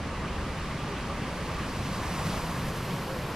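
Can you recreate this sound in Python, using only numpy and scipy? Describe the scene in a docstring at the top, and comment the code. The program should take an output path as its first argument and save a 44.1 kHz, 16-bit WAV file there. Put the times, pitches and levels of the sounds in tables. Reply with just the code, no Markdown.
"""A huge flock of starlings sweeps overhead from the right, over the low rumble of a light wind.
From the start, thousands of downstrokes merge into a low flutter, a rush of air and a whirr, all shaped noise.
A faint tone glides at 0.9 s. Just after 2 s the flock is nearest and feathers hiss most.
The nearest birds then cross to the front, heard by the delay between two close microphone ports.
The hiss sinks again, and a faint hoot, also a gliding tone, comes at 3.1 s."""
import sys
import numpy as np
from scipy import signal
from scipy.fft import rfft, irfft, next_fast_len
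from scipy.io import wavfile
from scipy.ndimage import uniform_filter1d, map_coordinates

SR = 44100
rng = np.random.default_rng(int(sys.argv[2]) if len(sys.argv) > 2 else 0)


def file_out(sig):
    """Save sig as 16-bit WAV at sys.argv[1]."""
    # one column per channel
    cols = np.atleast_2d(sig).T
    # limit, then scale
    lim = np.clip(cols, -1, 1)
    pcm = np.round(lim * 32767).astype(np.int16)
    wavfile.write(sys.argv[1], SR, pcm)


N = 147735

# Nearness of the flock, as the loudness of the feather hiss: t/s, level/dB
NEARNESS = [(0, -54.5), (.4, -50.5), (1.0, -48.7), (1.5, -46), (1.7, -45), (2.0, -43), (2.3, -40),
            (2.48, -43.5), (2.9, -45.5), (3.35, -48)]
# Direction of the nearest birds: t/s, sine of the angle (right is positive)
BEARING_PATH = [(0, 0.7), (1.7, 0.67), (2.35, 0.61), (2.7, 0.44), (3.05, .26), (3.35, 0.035)]
# Width of the flock as it comes overhead: t/s, spread of the sine of the angle
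FLOCK_WIDTH = [(0, 0.02), (1.7, 0.017), (2.3, 0.077), (2.7, 0.18), (3.35, 0.3)]
# Tone of the flutter once its pitch has sunk (pitch factor 1): f/Hz, relative level/dB per Hz
FLUTTER_SPECTRUM = [(30, -9), (70, -7.5), (115, -2.5), (152, -1), (200, -6), (270, -14), (450, -34),
                    (1000, -93)]
# How the flutter deepens as the flock passes: t/s, pitch factor
FLUTTER_PITCH = [(0, 1.18), (1.2, 1.15), (1.8, 1.02), (2.3, 1.02), (2.7, .97), (3.35, 1.0)]
# Tone of the rush: f/Hz, relative level/dB per Hz
RUSH_SPECTRUM = [(100, -15.5), (250, 1), (350, 0), (430, -1), (540, 0), (740, -4.5), (950, -2.5),
                 (1400, -8), (1900, -9), (2700, -13), (3500, -17.5), (4800, -20), (7000, -29.5),
                 (10000, -34.5), (15000, -71)]
# Side part of the rush, on top of the tone above: f/Hz, relative level/dB
RUSH_SIDE_SPECTRUM = [(100, -28), (220, -16.5), (380, -13.5), (560, -17), (780, -15.5), (1150, -15),
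                      (1700, -11.5), (2300, -11), (2800, -5), (3800, -7), (7000, -0.5), (10000, 5),
                      (15000, 6)]
# The rush narrows as the flock comes in front: t/s, level of its side part/dB
RUSH_SPREAD = [(0, -0.3), (1.1, -0.5), (1.8, -3), (2.3, -3), (2.7, -5), (3.35, -3)]
# Boost of the right ear for a rush fully from the right: f/Hz, level/dB
RUSH_RIGHT_BOOST = [(200, 0), (700, 0.9), (1300, 0), (2400, 2), (5000, 1.5), (12000, 4.5)]
# Small changes in the level of the rush, with a brief dip at 2.7 s: t/s, level/dB
RUSH_LEVEL = [(0, -0.5), (2.4, 0), (2.7, -0.75), (3.35, 0.2)]
# Tone of the feather hiss: f/Hz, relative level/dB per Hz
HISS_SPECTRUM = [(300, -13), (1000, 8), (2200, 3), (3400, 1), (4800, 1.8), (7000, -3), (9500, -4),
                 (12800, -1), (14200, -11.5), (15600, -21)]
# Whirr of the wings, sinking as the birds pass: t/s, centre f/Hz, level/dB
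WHIRR_PATH = [(0, 1154, -47), (.6, 1163, -46.5), (1.08, 1150, -44.5), (1.35, 1139, -50.5),
              (1.6, 1150, -45.5), (1.9, 1126, -46), (2.251, 1115, -44), (2.7, 1059, -48.5),
              (3.35, 1038, -47)]
# Near birds beating together: middle t/s, length t/s, centre f/Hz, level at the crest/dB
SURGE_EVENTS = [(0.836, 0.057, 179.8, -33.5), (1.222, 0.16, 198.8, -35), (1.806, 0.086, 154.8, -32),
                (1.905, 0.052, 165, -35), (2.133, 0.12, 164.5, -33.5), (2.307, 0.25, 175.5, -33.5),
                (2.5, .08, 163.8, -38), (2.606, 0.062, 146.4, -32), (2.675, 0.093, 168, -32.5),
                (2.769, 0.066, 155, -39), (2.93, 0.13, 155, -34.5), (3.194, 0.11, 144.2, -35)]
# Small groups passing close: middle t/s, length t/s, centre f/Hz, width f/Hz, level at the crest/dB
WHOOSH_EVENTS = [(.6, .11, 2500, 1500, -48), (0.806, .09, 2300, 1500, -50), (0.98, .14, 2800, 1200, -47.5),
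                 (1.108, 0.063, 1168, 170, -38), (1.234, 0.082, 2835, 700, -48),
                 (1.506, 0.056, 1142, 170, -41.5), (1.587, .08, 1157, 170, -40),
                 (1.635, 0.098, 2500, 1500, -45), (2.04, 0.074, 2020, 1500, -46),
                 (2.044, 0.049, 1058, 170, -37), (2.208, .13, 950, 700, -38), (2.334, .2, 2790, 3000, -51),
                 (2.366, 0.17, 560, 400, -41.5)]
# Tone of the wind: f/Hz, relative level/dB per Hz
WIND_SPECTRUM = [(5, -25), (18, -20), (30, -3.5), (55, 1.5), (78, 1.5), (105, -7), (200, -21), (600, -99)]
# Strength of the wind: t/s, level/dB
WIND_GUSTS = [(0, -36.5), (.5, -37), (.8, -42.5), (1.0, -40.5), (1.25, -44.5), (1.52, -37.5), (1.8, -43),
              (2.2, -40.5), (2.6, -43.5), (2.9, -45.5), (3.35, -49)]
# Faint gliding tones, the later one like a far hoot:
# middle t/s, length t/s, top of the pitch arch f/Hz, level at the crest/dB
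GLIDE_EVENTS = [(0.921, 0.13, 405, -40.5), (3.137, 0.17, 540, -38.5)]

BEAT_HZ, BEAT_SCATTER = 11, 0.133  # typical wingbeat; spread between groups, as a fraction
STROKES_PER_S, STROKE_SCATTER_DB = 1100, 4
# Level at mean nearness, and the share of the nearness that each layer follows
FLUTTER_DB, FLUTTER_FOLLOW = -37, 0.24
RUSH_DB, RUSH_FOLLOW = -37, 0.13
RUSH_FLICKER_DB, WHIRR_FLICKER_DB = .6, 1.6
PORT_LAG_S = 5.2e-5  # delay between the ports for sound fully from the right
STROKE_DB, PASSING_DB = 2.3, 1.2  # swing of the hiss with each stroke; slower random swing
HISS_PAN_DB, WHIRR_PAN_DB = 0.3, 0.4  # right over left; the hiss takes this times its bearing
WHIRR_WIDTH_HZ, SURGE_WIDTH_HZ = 174, 98
SWISHES_PER_S, SWISH_S, SWISH_DB, SWISH_SCATTER_DB = 80, .04, -48.5, 1.5  # level is for the lowest pitch
SWISH_LOW_HZ, SWISH_HIGH_HZ, SWISH_WIDTH_HZ = 1400, 3200, 450
SWISH_TILT_DB, SWISH_PAN_DB = -4, 2.5  # per octave above the lowest; sets the left-right spread
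# Pitch tops out just before the middle; half-width and depth of its arch; unsteadiness (fractions of pitch)
GLIDE_CREST_S, GLIDE_ARCH_S, GLIDE_SAG, GLIDE_WAVER = 0.0148, 0.0514, 0.15, 0.0158
TOP_HZ = 15500


def flutter(near_db):
    """Each downstroke pushes out a soft thump of air; many overlap, and their pitch sinks as the birds pass."""
    starts = rng.random(N) < STROKES_PER_S / SR
    scatter_db = STROKE_SCATTER_DB * np.clip(rng.standard_normal(N), -2, 2)
    sizes = undb(scatter_db) * rng.choice([-1, 1], N)
    clock = np.cumsum(curve(FLUTTER_PITCH))
    pace = clock[-1] / (N - 1)
    # Make the thumps at the average pitch, then play them faster or slower
    spectrum = [(hz * pace, db) for hz, db in FLUTTER_SPECTRUM]
    thumps = colour(starts * sizes, spectrum)
    heard = map_coordinates(thumps, [clock / pace], order=3, mode="mirror")
    return unit(heard) * undb(FLUTTER_DB + FLUTTER_FOLLOW * near_db)


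def rush(near_db):
    """Countless wings blur into a rush of noise; each band below 6 kHz flickers by chance, twice per beat."""
    rest = rng.standard_normal((2, N))
    air = 0
    for edge in 375 * 2 ** np.arange(5):  # band tops in Hz, an octave apart
        band = colour(rest, [(edge * .9, 0), (edge * 1.1, -60)])
        rest = rest - band
        air = air + band * undb(RUSH_FLICKER_DB * walk(2 * BEAT_HZ))
    middle, side = colour(air + rest, RUSH_SPECTRUM)
    side = colour(side, RUSH_SIDE_SPECTRUM) * undb(curve(RUSH_SPREAD))
    left = middle + side
    right = middle - side
    boost = colour(right, RUSH_RIGHT_BOOST) - right
    right = right + boost * curve(BEARING_PATH)
    level_db = RUSH_DB + RUSH_FOLLOW * near_db + curve(RUSH_LEVEL)
    return unit(np.array([left, right])) * undb(level_db)


def feathers(count):
    """Near groups swish once a stroke; sound from the right reaches the right port first."""
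    out = np.zeros((2, N))
    samples = np.arange(N)
    bearing, width = curve(BEARING_PATH), curve(FLOCK_WIDTH)
    places = unit(np.linspace(-1, 1, count))
    for place, (start, pace) in zip(places, rng.uniform(-1.094, 1, (count, 2))):
        beats = start + BEAT_HZ * (1 + BEAT_SCATTER * pace) * samples / SR
        swing_db = STROKE_DB * np.cos(2 * np.pi * beats) + PASSING_DB * walk(3.98)
        swish = rng.standard_normal(N) * undb(swing_db)
        lag = PORT_LAG_S * SR * (bearing + width * place)  # in samples
        out[0] += map_coordinates(swish, [samples - lag], order=5, mode="mirror")
        out[1] += swish
    hiss = unit(colour(out, HISS_SPECTRUM))
    return hiss * undb(curve(NEARNESS)) * rightward(HISS_PAN_DB * bearing)


def whirr():
    """A narrow band of noise from the wings sinks in pitch and flickers by chance, three times per beat."""
    rows = np.array(WHIRR_PATH)
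    centre_hz = curve(rows[:, :2])
    level_db = curve(rows[:, [0, 2]]) + WHIRR_FLICKER_DB * walk(3 * BEAT_HZ)
    return breathy(centre_hz, WHIRR_WIDTH_HZ) * undb(level_db) * rightward(WHIRR_PAN_DB)


def surges():
    """Near birds fall into step for a moment and the flutter throbs: short swells of low noise."""
    return sum(undb(db) * swell(at, length) * breathy(hz, SURGE_WIDTH_HZ)
               for at, length, hz, db in SURGE_EVENTS)


def whooshes():
    """Small groups cut through the air close by, some with a broad swish, some with a narrow whirr."""
    air = sum(undb(db) * swell(at, length) * breathy(hz, width)
              for at, length, hz, width, db in WHOOSH_EVENTS)
    return air * rightward(1.1)


def swishes():
    """Single wings stand out of the rush for a stroke: short noise puffs, each with its own pitch and place."""
    out = np.zeros((2, N))
    size, count = int(SWISH_S * SR), int(SWISHES_PER_S * N / SR)
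    low = signal.butter(2, SWISH_WIDTH_HZ / 2, fs=SR, output="sos")
    air = signal.sosfilt(low, rng.standard_normal((2, N)))
    air = unit(air[0]) + 1j * unit(air[1])
    for k, (when, high, strong, side) in enumerate(rng.random((count, 4))):
        start = int((k + when) / count * (N - size))
        octaves = high * np.log2(SWISH_HIGH_HZ / SWISH_LOW_HZ)
        hz = SWISH_LOW_HZ * 2 ** octaves
        turn = np.exp(2j * np.pi * hz * np.arange(size) / SR)  # lifts the slow noise up to hz
        db = SWISH_DB + SWISH_TILT_DB * octaves + SWISH_SCATTER_DB * (2 * strong - 1)
        stroke = (air[start:start + size] * turn).real * np.hanning(size) * undb(db)
        pan_db = SWISH_PAN_DB * (2 * side - .5)  # leans right on average
        out[:, start:start + size] += stroke * rightward(pan_db)
    return out


def wind():
    """Moving air rumbles: low noise that follows the gusts, the same on both sides."""
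    return unit(colour(rng.standard_normal(N), WIND_SPECTRUM)) * undb(curve(WIND_GUSTS))


def gliding_tones():
    """Soft pure tones swell and fade on a wavering arch of pitch."""
    t = np.arange(N) / SR
    out = 0
    for at, length, hz, db in GLIDE_EVENTS:
        arch = np.exp(-((t - at + GLIDE_CREST_S) / GLIDE_ARCH_S) ** 2)
        pitch = hz * (1 - GLIDE_SAG * (1 - arch) + GLIDE_WAVER * walk(90))
        tone = unit(np.sin(2 * np.pi * np.cumsum(pitch) / SR))
        out = out + undb(db) * swell(at, length) * tone
    return out


def breathy(centre_hz, width_hz):
    """A band of turbulence, rms 1, whose centre may move: slow noise carried up by a tone."""
    low = signal.butter(2, width_hz / 2, fs=SR, output="sos")
    a, b = signal.sosfilt(low, rng.standard_normal((2, N)))
    phase = 2 * np.pi * np.cumsum(centre_hz * np.ones(N)) / SR
    return unit(a * np.cos(phase) + b * np.sin(phase))


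def swell(middle, length):
    """A smooth rise and fall, times in seconds."""
    t = np.arange(N) / SR
    return np.cos(np.pi * np.clip((t - middle) / length, -.5, .5)) ** 2


def walk(rate):
    """Smooth chance of spread 1 that changes about rate times a second."""
    k = max(int(SR / rate), 1)
    steps = np.repeat(rng.standard_normal(N // k + 2), k)
    smooth = uniform_filter1d(uniform_filter1d(steps, k), k)
    return unit(smooth[:N])


def colour(x, points):
    """Filter by a spectrum of (Hz, dB) points."""
    size = next_fast_len(N, real=True)
    hz, db = np.array(points, float).T
    bins = np.maximum(np.fft.rfftfreq(size, 1 / SR), 1)
    gain = undb(np.interp(np.log(bins), np.log(hz), db))
    return irfft(rfft(x, size) * gain, size)[..., :N]


def curve(rows):
    """A control curve from (seconds, value) rows, one value per sample."""
    return np.interp(np.arange(N) / SR, *np.array(rows, float).T)


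def rightward(db):
    """Left and right gains that favour the right by db."""
    return undb(np.array([[-1], [1]]) * db / 2)


def unit(x):
    """Scale to rms 1."""
    return x / np.sqrt(np.mean(x ** 2))


def undb(db):
    """Decibels to gain."""
    return 10 ** (np.asarray(db) / 20)


def scene():
    """The flutter and rush swell with the flock's nearness; the other layers join them, over the wind."""
    near_db = curve(NEARNESS) - curve(NEARNESS).mean()
    flock = flutter(near_db) + rush(near_db) + feathers(count=10)
    flock = flock + whirr() + surges() + whooshes() + swishes()
    return flock + wind() + gliding_tones()


def record(dry):
    """A steep low-pass filter cuts the top of the treble."""
    return signal.sosfilt(signal.ellip(10, .1, 80, TOP_HZ, fs=SR, output="sos"), dry)


dry = scene()
out = record(dry)
file_out(out)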